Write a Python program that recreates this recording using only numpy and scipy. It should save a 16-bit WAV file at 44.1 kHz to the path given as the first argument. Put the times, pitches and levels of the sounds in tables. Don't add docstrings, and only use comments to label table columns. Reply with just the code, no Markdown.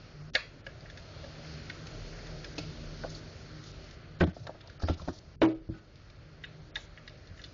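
import sys
import numpy as np
from scipy import signal
from scipy.fft import rfft, irfft, next_fast_len
from scipy.io import wavfile
from scipy.ndimage import uniform_filter1d

SR = 44100
rng = np.random.default_rng(int(sys.argv[2]) if len(sys.argv) > 2 else 0)


def elevation(decibels):
    levels = np.asarray(decibels, float)
    return 10 ** (levels / 20)


def wav_out(sig):
    wavfile.write(sys.argv[1], SR, np.round(np.clip(np.atleast_2d(sig).T, -1, 1) * 32767).astype(np.int16))


N = 332073

# pitch_hz [Hz], level_db [dB], t60_s [s]
SHELL_MODES = [(1480, -4.5, 0.062), (1678, -1, 0.1), (1853, -7, 0.057), (2134, -6, 0.037),
               (2240, -10, 0.017), (2510, -7, 0.041), (2845, -9, 0.088), (3130, -12, 0.018),
               (3935, -6.5, 0.05), (3550, -6.5, 0.11), (4510, -3.5, 0.044), (5170, -6, .03),
               (5640, -9.5, 0.03), (6380, -5, 0.03)]


def unit(x):
    return x / np.sqrt(np.mean(x ** 2))


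def walk(rate_hz):
    k = int(SR / rate_hz)
    held = np.repeat(rng.standard_normal(N // k + 1), k)
    return 1.59 * uniform_filter1d(uniform_filter1d(held, k), k)[:N]


def bell(noise, centre_hz, octaves):
    f = np.maximum(np.arange(len(noise) // 2 + 1) * SR / len(noise), 1)
    colour = np.exp(-.5 * (np.log2(f / centre_hz) / octaves) ** 2)
    return unit(irfft(rfft(noise) * colour, len(noise)))


def spread(table, hz):
    f, db = np.transpose(table)
    return np.interp(np.log(hz), np.log(f), db)


def curves(table):
    s, *columns = np.transpose(table)
    return [np.interp(np.arange(N) / SR, s, c) for c in columns]


def with_ring(events, share, per_db, per_octave):
    ringing = []
    for event in events:
        ring = share + per_db * (event[1] + 30) + per_octave * event[2]
        ringing.append((*event, np.clip(ring, .2, 1.1)))
    return ringing


def strikes(events, modes, pivot_hz, size, scatter_db, split, crack_db, blur, crack_t60, rise_ms):
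    out, t = np.zeros(N + size), np.arange(size) / SR
    f = np.arange(size // 2 + 1) * SR / size
    hz, mode_db, t60 = np.repeat(np.transpose(modes), 2, axis=1)[:, :, None]
    chance = rng.standard_normal((len(events), 2, len(hz), 1))
    noise = rng.standard_normal((len(events), 2, size))
    for event, (strength, detune), (grit, dense) in zip(events, chance, noise):
        s, db, centre, width, chatter_ms, ring = event
        octaves_off = np.log2(hz / pivot_hz) - centre
        touch = elevation(mode_db) * np.exp(-.5 * (octaves_off / max(width, .15)) ** 2)
        fade = np.log(1000) * t / max(ring, .1)
        tones = np.exp(-fade / t60) * np.sin(2 * np.pi * hz * (1 + split * detune) * t)
        body = np.sum(touch * elevation(scatter_db * strength) * tones, axis=0)
        crowd = np.sqrt(np.sum(touch ** 2 / (1 + ((f - hz) / (blur * hz)) ** 4), axis=0))
        crack = unit(irfft(rfft(dense) * crowd, size)) * np.exp(-fade / crack_t60)
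        body = body / abs(body).max() + elevation(crack_db) * crack
        body *= 1 - np.exp(-t * 1000 / (rise_ms * 2. ** -centre))
        chatter = 0.2 * grit * (abs(grit) > 2.3) * np.exp(-t * 1000 / max(chatter_ms, .5))
        chatter[0] = 1
        sound = signal.fftconvolve(body, chatter[:SR // 20])[:size]
        i = int(s * SR)
        out[i:i + size] += elevation(db) * sound / abs(sound).max()
    return out[:N]


def near_cap_prying():
    touches = [(.348, -23, -0.21, 0.37, 1.8), (.3508, -10.5, 0.48, 0.74, 0.96),
               (.351, -20, .95, 0.13, 0.78), (.3565, -18.5, -0.093, 0.27, 3.9),
               (.3625, -24.5, 0.21, 0.3, 3.2), (.665, -31, -0.11, 0.78, 2.2),
               (.807, -41.5, 1.17, 0.18, 1.8), (.856, -44, -0.19, 0.46, 21), (.899, -36.5, 2.2, 2.5, 8),
               (.973, -38, -0.072, 1.2, 1.5), (1.2395, -41, -1.5, 2.1, 2.3),
               (1.446, -40.5, -0.43, 1.2, 3.4), (1.697, -29, -0.85, 1.1, 3.2),
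               (1.868, -34.5, 1.1, 1.1, 3.5), (2.267, -39, 0.34, 2.4, 4), (2.4435, -33, 2.3, 2.78, 6.5),
               (2.581, -24.5, 0.93, 0.63, 9.2), (2.5855, -31.5, 1.7, 0.71, 4.4), (3.10, -37, 1.4, 0.34, 4),
               (3.149, -35.5, 1.2, 0.13, 4.1), (3.638, -41, 1.2, 0.84, 5.1), (3.909, -41, 1.3, 1.5, 2.9)]
    return strikes(with_ring(touches, share=0.77, per_db=0.0047, per_octave=-.03), SHELL_MODES, 1960, SR // 8,
                   scatter_db=2.5, split=.0075, crack_db=-0.5, blur=0.03, crack_t60=0.034, rise_ms=1.3)


def far_cap_prying():
    touches = [(6.438, -35.5, 0.04, 0.16, 3), (6.4383, -33, 0.78, 0.19, 2.5),
               (6.4425, -32.5, 0.018, 0.43, 2.5), (6.449, -38.5, 0.31, 0.44, 2.7),
               (6.756, -24, .96, 0.14, .7), (6.7562, -29, 0.04, 0.2, 6.2), (6.7572, -30, 1.5, 0.68, 2),
               (6.7655, -32, 0.053, 0.37, 3), (6.772, -38, 1.5, 0.57, 3), (6.975, -37.5, 0.12, 0.41, 2.6),
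               (7.077, -33.5, 0.87, 0.8, 4.7), (7.095, -43, 1.26, 0.42, 4), (7.272, -46.5, 1.5, 0.55, 4),
               (7.376, -47, 0.36, .57, 4), (7.393, -42, 0.18, .5, 5), (7.416, -41.5, 1.6, 0.43, 3.6),
               (7.439, -33.5, 1.9, 1, 9.8)]
    cap_modes = [(1690, 1.5, 0.056), (1794, -17, 0.028), (1855, -9, 0.033), (1923, 1, 0.048),
                 (2055, -5, 0.031), (2650, -2, .04), (2870, 1, 0.053), (3270, -13, 0.039),
                 (3476, -6.5, .035), (3675, -0.5, .07), (3880, -14.5, 0.092), (4190, -0.5, 0.036),
                 (4880, -1, 0.034), (5650, -3, .025)]
    return strikes(with_ring(touches, share=0.9, per_db=0.011, per_octave=-0.13), cap_modes, 1810, SR // 8,
                   scatter_db=1.25, split=.005, crack_db=-9.0, blur=0.035, crack_t60=0.026, rise_ms=0.75)


def bench_knocks():
    # start_s [s], level_db [dB peak], colour_oct [octaves from 300 Hz], width_oct [octaves], chatter_ms [ms]
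    tools = [(4.2078, -7, 1.3, 1.73, 4.9), (4.2186, -9, -0.54, 0.82, 1.3), (4.2304, -12.5, 0.23, 1.2, 1.8),
             (4.271, -36.5, 3, 2.9, 6), (4.277, -24, -0.66, 0.76, 6.2), (4.366, -34, 0.75, 0.86, 3.3),
             (4.452, -44.5, 0.8, 0.47, 4), (4.468, -34.5, 2.1, 1.1, 8), (4.481, -42.5, 1.5, 0.25, 3),
             (4.494, -29.5, 1.03, 0.6, 0.6), (4.547, -39.5, 1.2, 2, 6.1), (4.799, -41, 2.5, 0.84, 14.6),
             (4.821, -34.5, 1.65, 0.52, 10), (4.834, -20.5, -0.9, 2.1, 1.1), (4.885, -20.5, 2.5, 1.2, 11),
             (4.8975, -15, -0.4, 0.88, 0.71), (4.997, -39.5, 1.9, 0.14, 4.2), (5.018, -37.5, 0.4, 1, 5.4),
             (5.077, -27, 0.88, 1.1, 3.9), (5.084, -21, 0.1, 1.26, 2)]
    # start_s [s], level_db [dB peak], colour_oct [octaves from 300 Hz], width_oct [octaves], chatter_ms [ms]
    nudges = [(.351, -26.5, 1, 0.14, 2.2), (.359, -26.5, 0.96, .16, 0.78), (1.24, -38.5, 0.92, 0.26, 22),
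              (.666, -40.5, 0.62, 0.36, 10), (2.581, -27.5, 0.54, 0.93, 5.3), (3.0365, -29, 1.8, 0.87, 3.7),
              (3.041, -30.5, 0.82, 0.6, 2.2), (3.0475, -26.5, 1.3, .2, 1.4), (6.605, -45, -1.3, .5, 4.9),
              (6.766, -39.5, 1.65, 0.33, 8.8), (7.305, -41.5, -1.43, 0.43, 9.2)]
    bench_modes = [(83.2, 5, 0.18), (174.6, 4, 0.069), (259, -6, 0.08), (308.7, -8.5, 0.16),
                   (360.3, -10.5, 0.1), (465, -16, 0.05), (556, -6, 0.076), (620, -7.5, .07),
                   (679, -7, 0.062), (795, -14.5, 0.07), (1054, -16.5, 0.051), (1250, -9, 0.029),
                   (1477, -12, 0.033), (1690, -23, 0.032)]
    blows = with_ring(nudges + tools, share=0.63, per_db=0.0045, per_octave=-0.011)
    return strikes(blows, bench_modes, 289, SR // 4, scatter_db=2.5, split=.0075,
                   crack_db=-14, blur=0.16, crack_t60=0.077, rise_ms=1.24)


def handle_drop():
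    bounces = [
        (5.4168, -7, 0.94, 0.7, 5.6),
        (5.426, -5.5, -0.28, 0.85, 0.59),
        (5.690, -29, -0.63, 0.81, 1.6),
        (5.713, -48, -1.8, 0.46, 3.3),
        (5.737, -41.5, -1.8, 2.4, 3.2),
    ]
    handle_modes = [(120, -5, 0.27), (207, -7.5, 0.14), (321.2, 1, 0.25), (366, -21, 0.12),
                    (427, -9.5, 0.11), (551, -8.5, 0.16), (622, -8, 0.11), (750, -16, 0.096),
                    (796, -14, 0.15), (886, -6, 0.036), (1270, -14, 0.46), (1482, 0, 0.2),
                    (1950, -9, 0.086)]
    return strikes(with_ring(bounces, share=0.32, per_db=0.022, per_octave=-0.41), handle_modes, 297, SR // 2,
                   scatter_db=1.25, split=.0025, crack_db=-17.0, blur=0.13, crack_t60=0.23, rise_ms=0.8)


def rattles():
    jumps = [(4.2075, -25, 0.23, 0.51, 5.6), (4.214, -41, 0.76, 0.75, 6.1), (4.221, -34, -0.19, .6, 4.4),
             (4.229, -33, 0.14, 0.55, 3.5), (4.238, -31.5, 0.75, 0.13, 2), (4.273, -47.5, 1.2, 1.4, 14),
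             (4.468, -36.5, 0.93, 0.5, 5.5), (4.607, -43.5, 0.52, 0.66, 4), (4.612, -43.5, 1.13, 0.24, 3),
             (4.673, -42.5, 1.24, 0.13, 2.8), (4.698, -43, 1.1, .4, 7), (4.696, -45, -0.4, 0.19, 4.35),
             (4.822, -43, 1.1, 0.43, 7.7), (4.886, -31, .82, 0.66, 5.8), (5.018, -42, 0.92, 0.4, 3.9),
             (5.084, -47, 1.3, 0.88, 6), (5.416, -26, 0.53, 0.32, 18), (5.432, -39, 0.55, 0.51, 6.1),
             (5.448, -38.5, .75, 0.32, 4), (5.46, -38, .55, 0.17, 2.7), (5.486, -47.5, .8, 1.1, 6),
             (5.956, -48, 1.35, 0.54, 3.1), (6.099, -46.5, 0.97, 0.53, 4.4)]
    return strikes(with_ring(jumps, share=0.5, per_db=.004, per_octave=-.03), SHELL_MODES, 1910, SR // 8,
                   scatter_db=2.5, split=.015, crack_db=2.5, blur=0.14, crack_t60=0.04, rise_ms=1.7)


def shudders():
    shakes = [
        (5, -37, 78, 0.66, 0.47),
        (5.086, -35.5, 84, 0.41, 0.18),
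        (5.431, -27.5, 378, 0.57, 0.36),
        (5.688, -32, 67, 0.95, 0.28),
        (3.7, -41, 47, .5, 0.45),
        (4.4, -32.5, 104, .4, .2),
        (5.55, -47, 35, .5, .9),
        (4.897, -32, 190, .4, 0.17),
        (4.835, -38, 230, 0.84, 0.17),
    ]
    age, out, uneven = np.arange(SR // 2) / SR, np.zeros(N), walk(30.)
    for s, db, hz, octaves, t60 in shakes:
        part = slice(int(s * SR), int(s * SR) + len(age))
        level = elevation(db - 60 * age / t60 + 2.6 * uneven[part])
        swell = 1 - np.exp(-age / .012)
        out[part] += level * swell * bell(rng.standard_normal(len(age)), hz, octaves)
    return out


def scrapes():
    drags = [(4.812, 4.845, -52, 4500, 0.35), (4.848, 4.875, -53, 4900, 0.13),
             (4.8, 4.875, -65.5, 2200, 0.64), (5.078, 5.096, -60, 2200, 0.74),
             (4.895, 4.95, -51, 3450, 0.55), (4.97, 5.198, -59.5, 4660, 0.36), (4.44, 4.52, -61, 410, 0.76),
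             (4.6, 4.72, -68, 2700, 0.55), (3.09, 3.2, -57, 4800, 0.43), (3.635, 3.72, -57, 4400, 0.47),
             (3.72, 3.95, -63, 3100, 0.77), (5.7, 5.8, -65, 1800, 1.1), (7.36, 7.47, -64.5, 5100, .9),
             (0.98, 1.0, -58.5, 2800, 0.92), (4.206, 4.246, -44, 600, 1.5),
             (5.416, 5.463, -39.5, 760, 0.77), (6.752, 6.86, -56, 8200, 1), (4.2015, 4.208, -42, 1600, .7),
             (4.874, 4.886, -48.5, 1900, 1), (4.63, 4.69, -59.5, 610, .5), (4.796, 4.81, -59, 4900, .2),
             (4.245, 4.3, -65.5, 5200, .3), (.335, .349, -50, 4200, 0.51), (4.95, 5.078, -61, 600, 1.1),
             (2.579, 2.592, -46, 4000, .9), (4.268, 4.3, -70, 1500, .8), (4.34, 4.46, -63.5, 4600, 0.34),
             (2.12, 2.32, -58, 1750, 0.36), (2.43, 2.47, -56.5, 1540, 0.3), (3.035, 3.075, -53, 670, 0.65),
             (0.82, 1.3, -62, 590, 0.19)]
    out, flutter, noise = np.zeros(N), elevation(1.8 * walk(120.)), rng.standard_normal(N)
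    for start, end, db, hz, octaves in drags:
        part = slice(int(start * SR), int(end * SR))
        edge = signal.windows.tukey(part.stop - part.start, .08)
        out[part] += elevation(db) * edge * unit(flutter[part]) * bell(noise[part], hz, max(octaves, .1))
    return out


def lorry():
    # start_s [s], level_db [dB]
    pass_by = [(0, -63), (.3, -54.5), (.5, -71.5), (1.1, -60.5), (1.45, -49), (1.9, -55), (2.5, -47),
               (3.1, -49.5), (3.4, -54), (3.6, -55), (4.6, -60.5), (6.0, -74.5), (6.6, -59), (7.53, -77)]
    orders = [(1, 8), (2, -9.5), (4, 2), (6, -10.5), (8, -10), (10, -11.5)]
    engine_hz, boom_db, idle_db = 38.64, -54.5, -70
    t = np.arange(N) / SR
    rise, fall = (t - 2.15) / .6, (3.06 - t) / 0.27
    boom = np.clip(np.minimum(rise, fall) + 1, 0, 1)
    out = 0
    for multiple, order_db in orders:
        level_db = idle_db + (boom_db - idle_db) * boom if multiple == 1 else curves(pass_by)[0]
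        phase = multiple * 2 * np.pi * engine_hz * t + walk(10.0)
        out = out + elevation(level_db + order_db + 3.2 * walk(14.)) * np.sin(phase)
    return out


def street():
    # pitch_hz [Hz], level_db [dB per Hz]
    colour = [(13, -37.5), (22, -11), (43, 1.5), (125, -5), (156, 1), (189, -11), (314, -10), (473, -12),
              (588, -14.5), (954, -24), (1400, -20), (3600, -23.5), (4270, -18.5), (6590, -30.5),
              (7090, -37.5), (9220, -65), (15600, -120)]
    # pitch_hz [Hz], width_hz [Hz], level_db [dB]
    resonances = [(104.5, 37, 8.5), (4740, 280, -0.5), (3930, 99, -7), (1360, 290, 3), (612, 99, 4.5)]
    # start_s [s], level_db [dB under its closest point]
    nearness = [(0, -5.5), (.45, -6), (.7, -6), (1.1, -2.5), (1.5, 0), (2.0, -0.5), (2.5, -0.5), (3.1, -1),
                (3.6, -3), (4.1, -5), (5.0, -7), (5.9, -8), (6.6, -7), (7.53, -6)]
    # level_db [dB at the closest point], loss [dB per dB of nearness]
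    layers = [
        (-51.5, 0.53),
        (-53, 1.22),
        (-57, 0.98),
        (-56, 1.8),
    ]
    centres_hz = (60, 380, 1500, 4600)
    size = next_fast_len(N)
    f = np.maximum(np.arange(size // 2 + 1) * SR / size, 1)
    colour_db = spread(colour, f)
    for hz, width, db in resonances:
        colour_db = colour_db + db / (1 + (2 * (f - hz) / width) ** 2)
    noise = rfft(rng.standard_normal(size)) * elevation(colour_db) * (f < 7600)
    swells = np.array([db + slope * curves(nearness)[0] for db, slope in layers])
    ranges_hz = (25, 130), (180, 800), (800, 3000), (3000, 7000)
    power = [np.sum(abs(noise[(f > a) & (f < b)]) ** 2) * 2 / size ** 2 for a, b in ranges_hz]
    swells -= 10 * np.log10(power)[:, None]
    out = 0
    for hz in 20 * 2 ** np.arange(0, 9.1, .5):
        band = irfft(noise * np.clip(1 - 2 * abs(np.log2(f / hz)), 0, 1), size)[:N]
        place = np.interp(np.log(hz), np.log(centres_hz), range(4))
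        share = np.clip(1 - abs(place - np.arange(4)), 0, 1)
        out = out + band * elevation(share @ swells + 1.1 * walk(9.))
    return out * elevation(1.0)


def room(x, t60_low, t60_high, split_hz):
    t = np.arange(SR // 2) / SR
    noise = rng.standard_normal(len(t))
    low = signal.sosfilt(signal.butter(2, split_hz, fs=SR, output="sos"), noise)
    tail = low * elevation(-60 * t / t60_low) + (noise - low) * elevation(-60 * t / t60_high)
    tail *= 1 - np.exp(-t / 0.017)
    return signal.fftconvolve(x, tail / np.sqrt(np.sum(tail ** 2)))[:N]


def scene():
    clicks = near_cap_prying() + far_cap_prying() + rattles()
    limit = elevation(-17.0)
    knocks = limit * np.tanh((bench_knocks() + handle_drop()) / limit)
    scattered = clicks * (.25 + walk(1800))
    near = clicks + knocks + elevation(-13.5) * room(scattered + knocks, 0.2, 0.28, 2500)
    near = signal.sosfilt(signal.butter(2, 5200, fs=SR, output="sos"), near)
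    duck_db, release_s = -14.5, 0.21
    overload = signal.lfilter([1 / (0.035 * SR)], [1, -np.exp(-1 / (release_s * SR))], (knocks / limit) ** 2)
    far = scrapes() + elevation(duck_db * np.tanh(overload)) * (street() + lorry())
    return (near + far + shudders())[None]


def click_smear(x):
    bright = signal.sosfilt(signal.butter(2, 900, "highpass", fs=SR, output="sos"), x)
    frame = np.sqrt(np.maximum(uniform_filter1d(bright ** 2, int(0.02 * SR)), 0))
    return x + elevation(-18.0) * frame * bell(rng.standard_normal(N), 3100.0, 1.0)


def starve_treble(x):
    starved = [(0.306, 0.332, 530, -25), (0.618, 0.64, 3600, -15), (2.546, 2.552, 2200, -7.5),
               (4.173, 4.185, 4500, -14.5), (4.325, 4.328, 900, -9.5), (4.783, 4.791, 3100, -41),
               (5.361, 5.412, 500, -20), (5.54, 5.543, 1400, -17.5), (5.672, 5.707, 900, 0),
               (4.624, 4.662, 4000, -2), (6.714, 6.741, 3500, -30), (4.249, 4.265, 800, -6),
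               (5.466, 5.482, 2100, -6.5), (3.96, 4.165, 4400, -4.5), (4.288, 4.31, 1000, 1.5)]
    t = np.arange(N) / SR
    for start, end, above_hz, db in starved:
        part = slice(int((start - .05) * SR), int((end + .05) * SR))
        highpass = signal.butter(6, above_hz, "highpass", fs=SR, output="sos")
        treble = signal.sosfiltfilt(highpass, x[part])
        inside = np.clip(np.minimum(t[part] - start, end - t[part]) / .005 + 1, 0, 1)
        x[part] -= (1 - elevation(db)) * np.sin(np.pi / 2 * inside) ** 2 * treble
    return x


def holes(x):
    mask_db, hole_db, scatter_db = -44, -24, 8
    frames = signal.stft(x, nperseg=1024)[2]
    bands = frames[:512].reshape(64, 8, -1)
    db = 10 * np.log10(np.mean(abs(bands) ** 2, axis=1) + 1e-18)
    margin = db - db.max(axis=0) - mask_db + scatter_db * rng.standard_normal(db.shape)
    gain = elevation(hole_db * np.clip(.5 - margin / 2, 0, 1))
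    gain = np.vstack([np.repeat(gain, 8, axis=0), gain[-1:]])
    return signal.istft(frames * gain, nperseg=1024)[1][:N]


def top_cut(x):
    return signal.sosfilt(signal.butter(12, 7240, fs=SR, output="sos"), x)


def record(dry):
    x = holes(starve_treble(click_smear(dry[0])))
    x = signal.sosfilt(signal.ellip(12, .3, 75, 7200, fs=SR, output="sos"), x)
    x = x + elevation(-101) * rng.standard_normal(N)
    return top_cut(x[None])


dry = scene()
out = record(dry)
wav_out(out)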